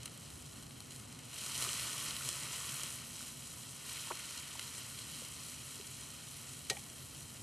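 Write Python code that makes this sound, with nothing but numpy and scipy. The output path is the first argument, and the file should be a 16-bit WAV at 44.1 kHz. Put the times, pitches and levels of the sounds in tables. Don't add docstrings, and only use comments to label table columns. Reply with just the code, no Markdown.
import sys
import numpy as np
from scipy import signal
from scipy.fft import rfft, irfft
from scipy.io import wavfile
from scipy.ndimage import uniform_filter1d

SR = 44100
rng = np.random.default_rng(int(sys.argv[2]) if len(sys.argv) > 2 else 0)


def wav_record(signal):
    frames = np.transpose(np.atleast_2d(signal))
    bounded = np.clip(frames, -1, 1)
    quanta = np.round(bounded * 32767).astype(np.int16)
    wavfile.write(sys.argv[1], SR, quanta)


def volts(x):
    e = np.asarray(x, float) / 20
    return 10 ** e


N = 327222
T = np.arange(N) / SR
HZ = np.fft.rfftfreq(N, 1 / SR)

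# t/s, level/dB, bubble size (-1 fine to 1 large)
FIZZ_COURSE = [(0, -55, 0.24), (.5, -55.5, 0.032), (.84, -57, 0.34), (.94, -53, -0.17), (1.1, -56, .5),
               (1.29, -54, .5), (1.35, -48.5, -0.35), (1.64, -40.5, 0.3), (2.44, -44.5, 0.25),
               (2.87, -44.5, 0.09), (2.99, -49, -0.16), (3.24, -49, -0.53), (3.35, -52.5, -.4),
               (3.81, -52, -0.24), (3.92, -46, .3), (4.3, -48, 0.54), (5.3, -50, -0.28),
               (7.42, -54.5, -0.58)]
# f/Hz, level/dB per Hz
BURST_TONE = [(150, -37), (300, 2), (600, 2.5), (1000, -1.5), (2000, 0), (4000, -1.5), (7000, 0.5),
              (9000, 0.5), (11000, -1.5), (13000, -8.5), (15000, -1.5)]
# delay/ms, signed gain
BOUNCES = [(0.181, -0.13), (0.333, 0.07), (0.589, -0.08), (0.739, 0.08), (0.999, 0.16), (1.086, -0.13),
           (1.152, -0.05), (1.75, -0.03), (1.988, -0.02), (2.424, -0.03), (3.048, -0.01), (3.494, 0.01)]
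# f/Hz, width/Hz, level/dB
BOX_HOLLOWS = [(795, 50, -14), (1640, 55, -12), (2080, 70, -4), (2350, 80, -3), (3090, 170, 3.2),
               (3560, 35, -10), (4150, 250, 2.8), (4700, 70, -3.5), (6500, 90, -3)]
# t/s, peak level/dB, bubble pitch f/Hz
BIG_SPITS = [(.032, -29, 6200), (.058, -25, 6600), (.0783, -33, 4000), (.1762, -33, 7700),
             (.3034, -35, 5500), (.6261, -33, 6600), (.7085, -36, 4500), (.8044, -29, 6400),
             (.9078, -32, 6000), (.9196, -33, 6200), (1.1267, -34, 6400), (1.1905, -32, 5200),
             (1.624, -16, 5800), (1.6903, -23, 4900), (1.9804, -24, 6800), (2.1087, -23, 5100),
             (2.1657, -25, 5400), (2.2894, -18, 6500), (2.834, -21, 6200), (2.9518, -27, 8800),
             (3.2278, -28, 7900), (4.376, -29, 6200), (4.595, -23, 5600), (4.6278, -27, 6400),
             (4.9919, -29, 6500), (5.1953, -29, 9300), (5.8124, -31, 6300), (6.3681, -30, 7800),
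             (6.7937, -32, 6000), (7.2069, -31, 7500),
             (.0565, -31, 7000), (.0573, -31, 7400), (.061, -34, 4600), (.181, -38, 4800),
              (.9615, -35, 6000), (.9989, -34, 6700), (1.3327, -31, 6100), (1.3856, -30, 6200),
              (1.4068, -30, 7100), (1.4147, -30, 5300), (1.56, -27, 5500), (1.9319, -25, 5200),
              (2.258, -28, 5500), (2.3285, -27, 6800), (3.8943, -30, 4600), (3.9703, -29, 4600),
              (4.072, -33, 5500), (4.1975, -33, 4000), (6.7743, -33, 6600), (6.838, -36, 6500),
              (6.7313, -31, 7200)]
# t/s, peak level/dB, pitch f/Hz
MEAT_THUDS = [(1.649, -34, 1230), (1.665, -34, 1200), (1.672, -44.5, 396), (1.695, -39, 1270),
              (2.209, -35, 1390), (2.609, -39.5, 1210), (2.734, -41, 1470), (3.207, -41, 1420),
              (4.072, -46, 900), (4.104, -33, 1106), (4.109, -32, 936), (4.11, -40, 403),
              (4.114, -34, 1450), (4.118, -43, 362), (4.1195, -32, 2200), (4.555, -40, 930),
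              (4.594, -38, 1430), (5.22, -45.5, 510), (5.798, -44, 400), (6.707, -35, 410)]
# t/s, peak level/dB, pitch f/Hz
BOX_ROCKING = [
    (6.713, -38, 766),
    (6.717, -50, 543),
    (6.722, -48, 880),
    (6.769, -44, 810),
    (6.769, -41, 2410),
]
# t/s, peak level/dB, rattle length/ms
STEEL_CLACKS = [
    (6.6985, -21, 1.5),
    (6.6997, -20, 2.),
    (6.7035, -25, 4.),
    (6.711, -35, 10.),
    (6.768, -38, 4.),
]
# f/Hz, level/dB, t60/s
STEEL_MODES = [(530, -13, 0.14), (796, -11, 0.095), (1240, -30, .04), (1890, -2, 0.11), (2345, 0, 0.078),
               (2960, 2, 0.035), (3230, -2, 0.061), (4000, 3, 0.032), (4460, -6, 0.025), (5180, -1, .02),
               (6420, 5, 0.019), (7900, 2, 0.025), (8600, 1, 0.022), (9500, -3, 0.014), (10600, -7, .01)]
# t/s, level/dB, length/ms, pitch f/Hz
BLADE_SCRAPES = [
    (4.105, -43, 17, 820),
    (4.118, -43, 5, 1500),
    (4.195, -47, 8.8, 1990),
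    (4.593, -41, 5.7, 2000),
    (6.712, -51.5, 43, 595),
    (6.768, -47.5, 8, 2500),
]
# f/Hz, level/dB per Hz
SHARED_AIR = [(15, -48), (30, -21.5), (55, -13.5), (73, -2.5), (84, -5.5), (105, -3), (134, 2), (182, -9),
              (250, -6), (318, -15), (486, -19), (866, -22.5), (1700, -28), (3500, -72)]
# f/Hz, level/dB per Hz
WIDE_AIR = [(20, -23), (118, -23.5), (200, 0.5), (300, 1), (570, -0.5), (1040, -6), (1730, -17),
            (3080, -28), (6000, -47), (12000, -68)]
# t/s, level/dB
RUMBLE_SWELL = [(0, 4), (1.2, 4), (2.4, 3.5), (3.4, 3), (4.4, 0.5), (5, 2.7), (5.6, 2), (6.5, 2.5),
                (7.42, 4)]


def evened(x):
    return x / np.sqrt(np.mean(x ** 2) + 1e-20)


def read(points, hz):
    f, value = np.transpose(points)
    return np.interp(np.log(hz + 1), np.log(f + 1), value)


def add(mix, s, sound):
    part = mix[round(s * SR):][:len(sound)]
    part += sound[:len(part)]


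def drift(ms):
    span = max(round(ms * SR / 1000), 1)
    smooth = uniform_filter1d(rng.standard_normal(N), span)
    return evened(uniform_filter1d(smooth, span))


def click(pitch_hz=6000, focus_db=0, stretch=1, echo=1, octaves=0.97):
    hz = np.fft.rfftfreq(2048, 1 / SR)
    off_pitch = np.log2((hz + 1) / pitch_hz) / octaves
    tint_db = focus_db * (np.exp(-off_pitch ** 2) - 1)
    box_db = sum(db / (1 + ((hz - f) / width) ** 2) for f, width, db in BOX_HOLLOWS)
    log_gain = np.log(volts(read(BURST_TONE, hz) + tint_db + box_db))
    circle = np.r_[log_gain, log_gain[-2:0:-1]]
    pulse = np.exp(np.conj(signal.hilbert(circle)))[:len(hz)]
    bounces = sum(g * np.exp(-2j * np.pi * hz * ms * stretch / 1000) for ms, g in BOUNCES)
    return irfft(pulse * (1 + echo * bounces))[:1024]


def fizz(per_s=14000, seethe_db=0.9, focus_db=18, trim_db=1.85, count=6):
    s, fizz_db, size = np.transpose(FIZZ_COURSE)
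    size_db, flicker_db, surge_db = 3, 0.4, 0.25
    out = np.zeros(N)
    for fineness, place in zip(np.linspace(-1, 1, count), rng.uniform(-2.1, 1, count)):
        luck_db = 2.9 * np.minimum(rng.exponential(1, N), 4)
        balance_db = size_db * fineness * np.interp(T, s, size)
        strength = volts(luck_db + seethe_db * drift(40) - balance_db)
        sign = rng.choice([-1, 1], N)
        bursts = rng.random(N) < per_s / count / SR
        bubble = click(3600 * 3.36 ** fineness, focus_db, 1 + 0.004 * place, 0.57)
        out += signal.oaconvolve(strength * sign * bursts, bubble)[:N]
    out = evened(out * volts(flicker_db * drift(19)))
    return volts(np.interp(T, s, fizz_db) + trim_db + surge_db * drift(120)) * out


def small_spits(count=110, over_db=17, spread_db=1, pitch_hz=6600):
    when = rng.random(count) * T[-1]
    strength, size = rng.standard_normal((2, count))
    s, fizz_db, _ = np.transpose(FIZZ_COURSE)
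    db = np.interp(when, s, fizz_db) + over_db + spread_db * strength
    return list(zip(when, db, pitch_hz * 1.11 ** size))


def spits(spatter_db=-19, spatter_ms=3.5):
    out, t = np.zeros(N), np.arange(700) / SR
    for s, db, hz in BIG_SPITS + small_spits():
        droplets = rng.standard_normal(len(t)) ** 3 / 4
        spray = volts(spatter_db) * droplets * np.exp(-t * 1000 / spatter_ms)
        spray[0] = 1
        pop = signal.fftconvolve(spray, click(hz * (hz / 6500) ** 1.5, 7, 1, 1.7))
        add(out, s, volts(db + 1.5) * pop / abs(pop).max())
    return out


def thuds(meat_cycles=22, box_cycles=48):
    out, t = np.zeros(N), np.arange(5000) / SR
    soft_start = 1 - np.exp(-t / 0.0004)
    for rows, cycles in ((MEAT_THUDS, meat_cycles), (BOX_ROCKING, box_cycles)):
        for s, db, hz in rows:
            decay = volts(db - 60 * t * hz / cycles)
            add(out, s, decay * np.sin(2 * np.pi * hz * t) * soft_start)
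    return out


def clacks(tick_db=6, per_s=4000):
    out, t = np.zeros(N), np.arange(8000) / SR
    ring = sum(volts(db - 60 * t / t60) * np.sin(2 * np.pi * hz * t) for hz, db, t60 in STEEL_MODES)
    ring /= abs(ring).max()
    tick = click()
    add(ring, 0, volts(tick_db) * tick / abs(tick).max())
    for s, db, ms in STEEL_CLACKS:
        sign, when = rng.random((2, 1500))
        fade = np.exp(-(t[:1500] * 1000 / ms) ** 2)
        rattle = (2 * sign - 1) * (when < per_s / SR) * fade
        rattle[0] = 1
        hit = signal.fftconvolve(rattle, ring)
        add(out, s, volts(db) * hit / abs(hit).max())
    return out


def scrapes(focus_db=30):
    out, t = np.zeros(N), np.arange(3000) / SR
    for s, db, ms, hz in BLADE_SCRAPES:
        rough = rng.standard_normal(len(t)) ** 3
        grit = evened(signal.fftconvolve(rough, click(hz, focus_db))[:len(t)])
        shape = np.exp(-(t * 1000 / ms) ** 2) * np.minimum(t / 0.00086, 1)
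        add(out, s, volts(db) * grit * shape)
    crack_s, crack_db, crack_ms, crack_hz = 6.6985, -27, 8, 3500
    steel_grain = click(crack_hz, 14.3, 0.86, 0.35, 1.54)
    grit = evened(signal.fftconvolve(rng.standard_normal(len(t)), steel_grain)[:len(t)])
    shape = np.exp(-t * 1000 / crack_ms) * np.minimum(t / 0.0019, 1)
    add(out, crack_s, volts(crack_db) * grit * shape)
    return out


def air(shared_db=-55.5, wide_db=-62.5):
    shared, apart = (irfft(rfft(rng.standard_normal(N)) * volts(read(tone, HZ)), N)
                     for tone in (SHARED_AIR, WIDE_AIR))
    rumble = volts(np.interp(T, *np.transpose(RUMBLE_SWELL))) * shared
    opposed = np.array([[1], [-1]])
    return volts(shared_db) * evened(rumble) + volts(wide_db) * evened(apart) * opposed


def scene():
    return fizz() + spits() + thuds() + clacks() + scrapes() + air()


def band_limit(x):
    return signal.sosfilt(signal.butter(12, 14170, fs=SR, output="sos"), x)


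def record(dry, edge_hz=13260):
    low_pass = signal.firwin(801, edge_hz, window=("kaiser", 9), fs=SR)
    limited = signal.oaconvolve(dry, low_pass[None], "same")
    return band_limit(limited)


dry = scene()
out = record(dry)
wav_record(out)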